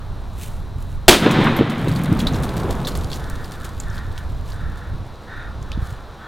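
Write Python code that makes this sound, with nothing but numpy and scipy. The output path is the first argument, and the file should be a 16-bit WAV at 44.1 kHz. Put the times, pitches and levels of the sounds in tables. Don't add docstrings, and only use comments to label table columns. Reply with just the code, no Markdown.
import sys
import numpy as np
from scipy import signal
from scipy.fft import rfft, irfft, next_fast_len
from scipy.io import wavfile
from scipy.ndimage import uniform_filter1d, minimum_filter1d, map_coordinates

SR = 44100
rng = np.random.default_rng(int(sys.argv[2]) if len(sys.argv) > 2 else 0)


def wav_out(sig):
    wavfile.write(sys.argv[1], SR, np.round(np.clip(np.atleast_2d(sig).T, -1, 1) * 32767).astype(np.int16))


N = 276727
BANG_S = 1.0813

# frequency_hz, density_db
EDGE_SPECTRUM = [(800, -2), (1300, -0.5), (2000, -1.5), (2800, -5.5), (3700, -3.5), (4500, -14.5),
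                 (5500, -21), (7000, -26.5), (14000, -37)]
# frequency_hz, density_db
LEAF_SPECTRUM = [(1500, 5), (2600, 1.5), (3700, 5.5), (5200, 0.5), (8000, 0), (12000, -3), (16000, -8.5)]


def amp(db):
    return 10 ** (np.asarray(db) / 20)


def unit(x):
    return x / np.sqrt(np.mean(x ** 2) + 1e-20)


def along(points, hz):
    f, v = np.transpose(points)
    return np.interp(np.log(hz + 1), np.log(f + 1), v)


def clock():
    return np.arange(N) / SR


def curve(points):
    return np.interp(clock(), *np.transpose(points))


def fade(t, t60):
    return (t >= 0) * np.exp(-np.log(1000) * np.maximum(t, 0) / t60)


def swell(full_s, rise_s, hold_s, t60_s):
    t = clock() - full_s
    return np.exp(-(np.minimum(t, 0) / rise_s) ** 2) * fade(np.maximum(t - hold_s, 0), t60_s)


def puffs(rows):
    return sum(amp(db) * np.exp(-((clock() - s) / half) ** 2) for s, half, db in rows)


def wobble(rate):
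    return map_coordinates(rng.standard_normal(int(N * rate / SR) + 4), [clock() * rate])


def filtered(x, response):
    m = next_fast_len(x.shape[-1] + SR // 4)
    return irfft(rfft(x, m) * response(np.fft.rfftfreq(m, 1 / SR)), m)[..., :x.shape[-1]]


def noise(spectrum, grain_db=0, grain_rate=400):
    white = rng.standard_normal(N) * amp(grain_db * np.clip(wobble(grain_rate), -2, 2))
    return unit(filtered(white, lambda hz: amp(along(spectrum, hz))))


def resonance(f, hz, width):
    return 1j * f * width / (hz * hz - f * f + 1j * f * width)


def pressure_wave(t, hz):
    u = 2 * np.pi * hz * t
    return -u * np.exp((1 - u * u) / 2)


def add(track, s, sound):
    part = track[round(s * SR):][:len(sound)]
    part += sound[:len(part)]


def motor():
    # pitch_hz, level_db
    tones = [(3499, -69), (3898, -62.5), (4194, -65), (4495, -74), (4797, -71), (5394, -73), (5696, -72.5),
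             (5992, -76), (6697, -79)]
    return sum(amp(db) * np.sqrt(2) * np.sin(2 * np.pi * hz * clock() + .4 * wobble(2.4))
               for hz, db in tones)


def distant_wash():
    # frequency_hz, density_db
    spectrum = [(150, 7.5), (300, 3.5), (600, 2), (1000, 2), (1500, -4), (2200, -13.5), (3000, -15.5),
                (3700, -12.5), (5000, -22), (8000, -28.5), (15500, -35)]
    # time_s, level_db
    levels = [(0, -40), (1.1, -42), (3.3, -38), (4.4, -39.5), (6.27, -39)]
    return amp(curve(levels)) * noise(spectrum)


def wind_and_thumps():
    # time_s, relative_level_db
    gusts = [(0, -32), (.35, -27), (1.1, -28), (1.3, -31.5), (1.7, -36.5), (2.0, -33), (2.15, -24),
             (2.95, -27), (3.5, -30.5), (3.9, -28), (4.35, -29), (5.0, -27.5), (5.25, -39.5), (5.65, -31.5),
             (5.85, -28), (6.02, -39.5), (6.27, -44.5)]
    # frequency_hz, density_db
    rumble = [(12, -2.5), (20, 0.5), (38, -2), (60, 0), (100, -3), (150, -12), (220, -20), (400, -34.5),
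              (900, -103)]
    # centre_s, peak_db, centre_hz
    thumps = [(3.974, -20, 50), (5.755, -21, 60), (5.777, -15, 145), (5.793, -15, 55), (5.8285, -12, 62),
              (5.926, -20, 70)]
    mid = amp(curve(gusts) + 1.4) * noise(rumble, grain_db=2.5, grain_rate=9.3)
    mid += sum(amp(db) * pressure_wave(clock() - s, hz) for s, db, hz in thumps)
    port_difference = [(20, -8.5), (50, -8.5), (120, -15), (300, -21)]  # frequency_hz, gain_db
    side = filtered(mid, lambda hz: amp(along(port_difference, hz)) * np.exp(1.95j))
    return np.array([mid + side, mid - side])


def woodland(x):
    # frequency_hz, t60_s
    decay = [(200, 3.9), (1500, 0.21), (4000, 0.37), (12000, 0.064)]
    hz, t, bands = signal.stft(rng.standard_normal(SR), SR, nperseg=256)
    tail = signal.istft(bands * fade(t, along(decay, hz)[:, None]), SR, nperseg=256)[1]
    return signal.fftconvolve(x, tail / np.linalg.norm(tail))[:N]


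def rooks():
    # start_s, length_s, relative_level_db, throat_hz
    caws = [(3.139, 0.34, -39, 1370), (3.487, .27, -41, 1360), (3.812, 0.28, -37.5, 1400),
            (4.111, .14, -41.5, 1420), (4.48, 0.25, -40, 1370), (4.683, 0.25, -42, 1370),
            (5.264, .23, -34, 1405), (5.631, .41, -41.5, 1320), (6.187, .2, -38, 1310)]
    # multiple_of_throat_hz, width_hz, gain_db
    formants = [(1, 260, 0), (1.25, 340, -4), (2.62, 300, -15)]
    base_pitch_hz = 357.6
    out = np.zeros(N)
    rasp, breath, jitter = wobble(130), rng.standard_normal(N), .08 * wobble(260)
    for s, length, db, throat_hz in caws:
        span = np.minimum(round(s * SR) + np.arange(int(length * SR)), N - 1)
        effort = np.abs(np.sin(np.linspace(0, np.pi, len(span))))
        cycles = np.cumsum(base_pitch_hz * (.94 + .08 * effort + jitter[span])) / SR
        pulses = unit(np.diff(np.floor(cycles), prepend=0))
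        voice = (pulses + 0.74 * breath[span]) * amp(1.2 * rasp[span])
        throat = lambda f: sum(amp(gain_db) * np.abs(resonance(f, k * throat_hz, width)) ** 2
                               for k, width, gain_db in formants)
        add(out, s, amp(db) * np.sqrt(effort) * unit(filtered(voice, throat)))
    return out


def shower():
    return amp(-47.5) * swell(full_s=1.9, rise_s=0.17, hold_s=1.19, t60_s=6.3)


def litter():
    # centre_s, half_length_s, level_db
    stirs = [(3, .07, -58), (3.96, 0.03, -48), (4.5, 0.046, -47.5), (5.885, 0.072, -48)]
    grains_per_s, rest_db = 160, -70
    hits = (rng.random(N) < grains_per_s / SR) * amp(10 * np.minimum(rng.exponential(1, N), 2))
    crunch = fade(np.arange(SR // 100) / SR, t60=0.0035)
    grit = signal.fftconvolve(hits, crunch)[:N] * rng.standard_normal(N)
    grit = unit(filtered(grit, lambda hz: amp(along(LEAF_SPECTRUM, hz))))
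    flurries = (shower() + amp(rest_db)) * amp(0.43 * np.clip(wobble(18), -2, 1.5))
    patter = flurries * (amp(-1.5) * grit + amp(-2) * noise(LEAF_SPECTRUM))
    return patter + puffs(stirs) * noise(LEAF_SPECTRUM, grain_db=4)


def tick_and_rustle(hz, t60, tick_gain, rustle_gain, leaves):
    rustle_rise_s, rustle_t60_s = 0.00067, 0.11
    t = np.arange(len(leaves)) / SR
    contact = rng.standard_normal(len(t)) * fade(t, t60)
    width_hz = 600 + 16 / t60
    tick = filtered(contact, lambda f: resonance(f, hz, width_hz) ** 2)
    rustle = leaves * fade(t, rustle_t60_s) * (1 - np.exp(-t / rustle_rise_s))
    return amp(3.5) * tick_gain * tick / np.abs(tick).max() + rustle_gain * rustle


def fragments_and_twig():
    # start_s, relative_tick_db, pitch_hz, ring_t60_s, rustle_db
    ticks = [(1.31, -29, 7040, .027, -26.5), (1.439, -35, 9000, .008, -35),
             (1.5643, -28, 12000, .07, -32.5), (1.697, -52, 6850, .01, -34), (1.882, -29, 3980, 0.023, -33),
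             (1.9586, -29.5, 4310, 0.07, -35), (2.037, -22, 11000, .0023, -39),
             (2.191, -30, 3740, 0.018, -29), (2.202, -22.5, 3500, .028, -39),
             (2.2692, -14, 3910, 0.058, -31), (2.344, -31, 3960, .022, -46),
             (2.491, -28.5, 3650, .016, -40), (2.432, -40, 3500, 0.035, -28),
             (2.566, -32, 10400, 0.0031, -30.5), (2.7044, -44, 3660, 0.027, -31.5),
             (2.8475, -24, 4000, .06, -47), (2.8702, -20, 3650, 0.039, -24.5),
             (2.885, -25, 4250, 0.019, -48), (2.952, -34, 4130, .017, -36), (2.975, -25, 9400, .0053, -55),
             (3.045, -27.5, 5000, 0.0068, -60), (3.117, -22, 4140, 0.009, -37),
             (3.131, -22.5, 3640, 0.017, -51), (3.3, -21.5, 8700, 0.00078, -44),
             (3.52, -27.5, 4020, 0.0029, -40), (3.645, -54, 9000, 0.017, -33.5),
             (3.8, -24, 7170, 0.023, -37.5), (3.9796, -32, 3680, 0.019, -51),
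             (4.1786, -25, 4000, 0.0059, -42), (4.5206, -31.5, 3830, .0093, -53),
             (4.772, -48, 8000, .015, -48), (5.627, -38, 6200, 0.0089, -54),
             (5.7177, -24.5, 3050, 0.014, -64), (5.725, -35, 3700, .1, -57)]
    crumbs_per_s, lowest_crumb_hz = 9, 3800
    out = np.zeros(N)
    leaves = noise(LEAF_SPECTRUM, grain_db=-2.5, grain_rate=790)
    leaves_at = lambda s: leaves[round(s * SR):][:SR // 5]
    for s, db, hz, t60, rustle_db in ticks:
        add(out, s, tick_and_rustle(hz, t60, amp(db), amp(rustle_db), leaves_at(s)))
    crumb_gain = amp(14) * shower()
    for when, pitch in rng.random((int(crumbs_per_s * N / SR), 2)):
        s = BANG_S + when * (N / SR - BANG_S - .5)
        hz = lowest_crumb_hz * 2 ** (1.3 * pitch ** 3)
        gain = crumb_gain[round(s * SR)]
        add(out, s, tick_and_rustle(hz, 0.02, gain, amp(-10) * gain, leaves_at(s)))
    return out


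def roll():
    # full_s, hold_s, boom_db, body_db, edge_db
    returns = [(1.252, 0.17, -15.5, -23, -21.5), (2.124, 0.085, -19.5, -34, -35),
               (2.56, 0.16, -29.5, -28.5, -40)]
    # frequency_hz, density_db
    far_boom = [(60, -21), (105, 3), (160, 6.5), (240, 0), (350, -12.5), (600, -71), (2000, -87)]
    # frequency_hz, density_db
    body_spectrum = [(200, -1), (380, 5.5), (600, 0.5), (1100, -3.5), (1700, -13.5), (4000, -86)]
    t = clock()
    power = np.zeros((3, N))
    for s, hold_s, boom_db, body_db, edge_db in returns:
        delay_s = s - BANG_S
        rise_s, t60_s = 0.43 * delay_s, 1.93 + 0.7 * delay_s
        deep = swell(s, rise_s, hold_s, 1.19 * t60_s)
        bright = swell(s, rise_s, hold_s, t60_s)
        power += np.array([amp(boom_db) * deep, amp(body_db) * bright, amp(edge_db) * bright]) ** 2
    far_share = np.clip((t - BANG_S) / 0.77, 0, 1)
    recede = lambda near, far: np.sqrt(1 - far_share) * near + np.sqrt(far_share) * far
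    near_boom = [(1.39 * hz, db) for hz, db in far_boom]
    far_edge = [(hz, db - hz / 450) for hz, db in EDGE_SPECTRUM]
    boom = recede(noise(near_boom, grain_db=1, grain_rate=80),
                  noise(far_boom, grain_db=2, grain_rate=62))
    body = noise(body_spectrum, grain_db=1.5, grain_rate=250)
    edge = recede(noise(EDGE_SPECTRUM, grain_db=1, grain_rate=600), noise(far_edge, grain_db=2))
    return (t > BANG_S) * (np.sqrt(power) * [boom, body, edge]).sum(0)


def echoes():
    # arrival_s, peak_db, centre_hz, relative_scatter_db
    reflections = [(1.263, -11, 900, -5), (1.2681, -1.5, 283, -22), (1.39, -6.5, 172, -32),
                   (1.4712, -7.5, 1070, -11), (1.5906, -14.5, 490, -6), (1.6113, -0.5, 230, -25),
                   (1.875, -11.5, 245, -21), (2.125, -3.5, 159, -31), (2.699, -14, 500, -30)]
    smear_db, smear_s = -14.5, 0.026
    scatter_rise_s, scatter_t60_s = 0.0019, 0.028
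    out = np.zeros(N)
    t = np.arange(-SR // 10, SR // 10) / SR
    spray = noise([(hz, db - hz / 900) for hz, db in EDGE_SPECTRUM])
    burst = np.exp(-(np.minimum(t, 0) / scatter_rise_s) ** 2) * fade(np.maximum(t, 0), scatter_t60_s)
    for s, db, hz, scatter_db in reflections:
        wave = pressure_wave(t, hz)
        smear = unit(signal.fftconvolve(rng.standard_normal(len(t)), wave, "same"))
        smear *= np.exp(-(t / smear_s) ** 2)
        scatter = amp(scatter_db) * burst * spray[round(s * SR):][:len(t)]
        add(out, s + t[0], amp(db) * (wave + amp(smear_db) * smear + scatter))
    return out


def fuse():
    # frequency_hz, density_db
    fizz = [(1470, -12), (2500, -8), (3630, -6.5), (4950, -14.5), (6910, -9), (12300, -12), (16000, -15.5)]
    # centre_s, half_length_s, level_db
    spurts = [(.43, 0.038, -41.5), (.47, 0.11, -50.5), (.815, .03, -54.5), (.925, .04, -57)]
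    # start_s, level_db
    spits = [(0.386, -35), (.785, -47), (.824, -38.5)]
    smoulder = amp(-63)
    sparks = sum(amp(db) * fade(clock() - s, t60=0.01) for s, db in spits)
    return (smoulder + puffs(spurts) + sparks) * noise(fizz, grain_db=3.2) * (clock() < BANG_S)


def blast():
    # frequency_hz, density_db
    crack = [(60, -2.5), (150, -1.5), (350, 5.5), (700, -3.5), (1100, -5.5), (2200, -8.5), (3600, -5.5),
             (5000, -14), (9000, -19.5), (15000, -28.5)]
    push_spectrum = [(30, -9), (100, -0.5), (330, 3.5), (700, 5.5), (1100, -27), (3000, -50)]
    t = clock() - BANG_S
    push = amp(13.5) * fade(t, t60=0.11) * noise(push_spectrum)
    mid, side = noise(crack, grain_db=1.5), amp(-31) * noise(crack)
    return push + amp(14.5) * fade(t, t60=.22) * np.array([mid + side, mid - side])


def scene():
    ground = fragments_and_twig() + litter()
    birds = rooks()
    returning_bang = roll() + echoes()
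    background = motor() + distant_wash()
    centre = fuse() + returning_bang + ground + amp(-3.5) * birds + background
    diffuse = woodland(amp(-15) * ground + amp(-5) * birds)
    side = amp(-48.5) * woodland(returning_bang + ground + background)
    return blast() + centre + diffuse + np.array([side, -side]) + wind_and_thumps()


def gain_control(x, threshold, duck_db, lag_s, hold_s):
    span = int(hold_s * SR)
    too_loud = np.abs(x).max(0) > threshold
    overload = uniform_filter1d(too_loud.astype(float), SR // 250)
    gain = minimum_filter1d(amp(duck_db * overload ** 2), span, origin=(span - 1) // 2)
    return x * np.interp(clock() - lag_s, clock(), gain)


def record(dry):
    ceiling_db, top_hz = -.4, 16000
    clipped = amp(ceiling_db) * dry / (1 + np.abs(dry) ** 10) ** (1 / 10)
    ducked = gain_control(clipped, threshold=.8, duck_db=-8.5, lag_s=.0175, hold_s=0.073)
    return filtered(ducked, lambda hz: 1 / np.sqrt(1 + (hz / top_hz) ** 160))


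dry = scene()
out = record(dry)
wav_out(out)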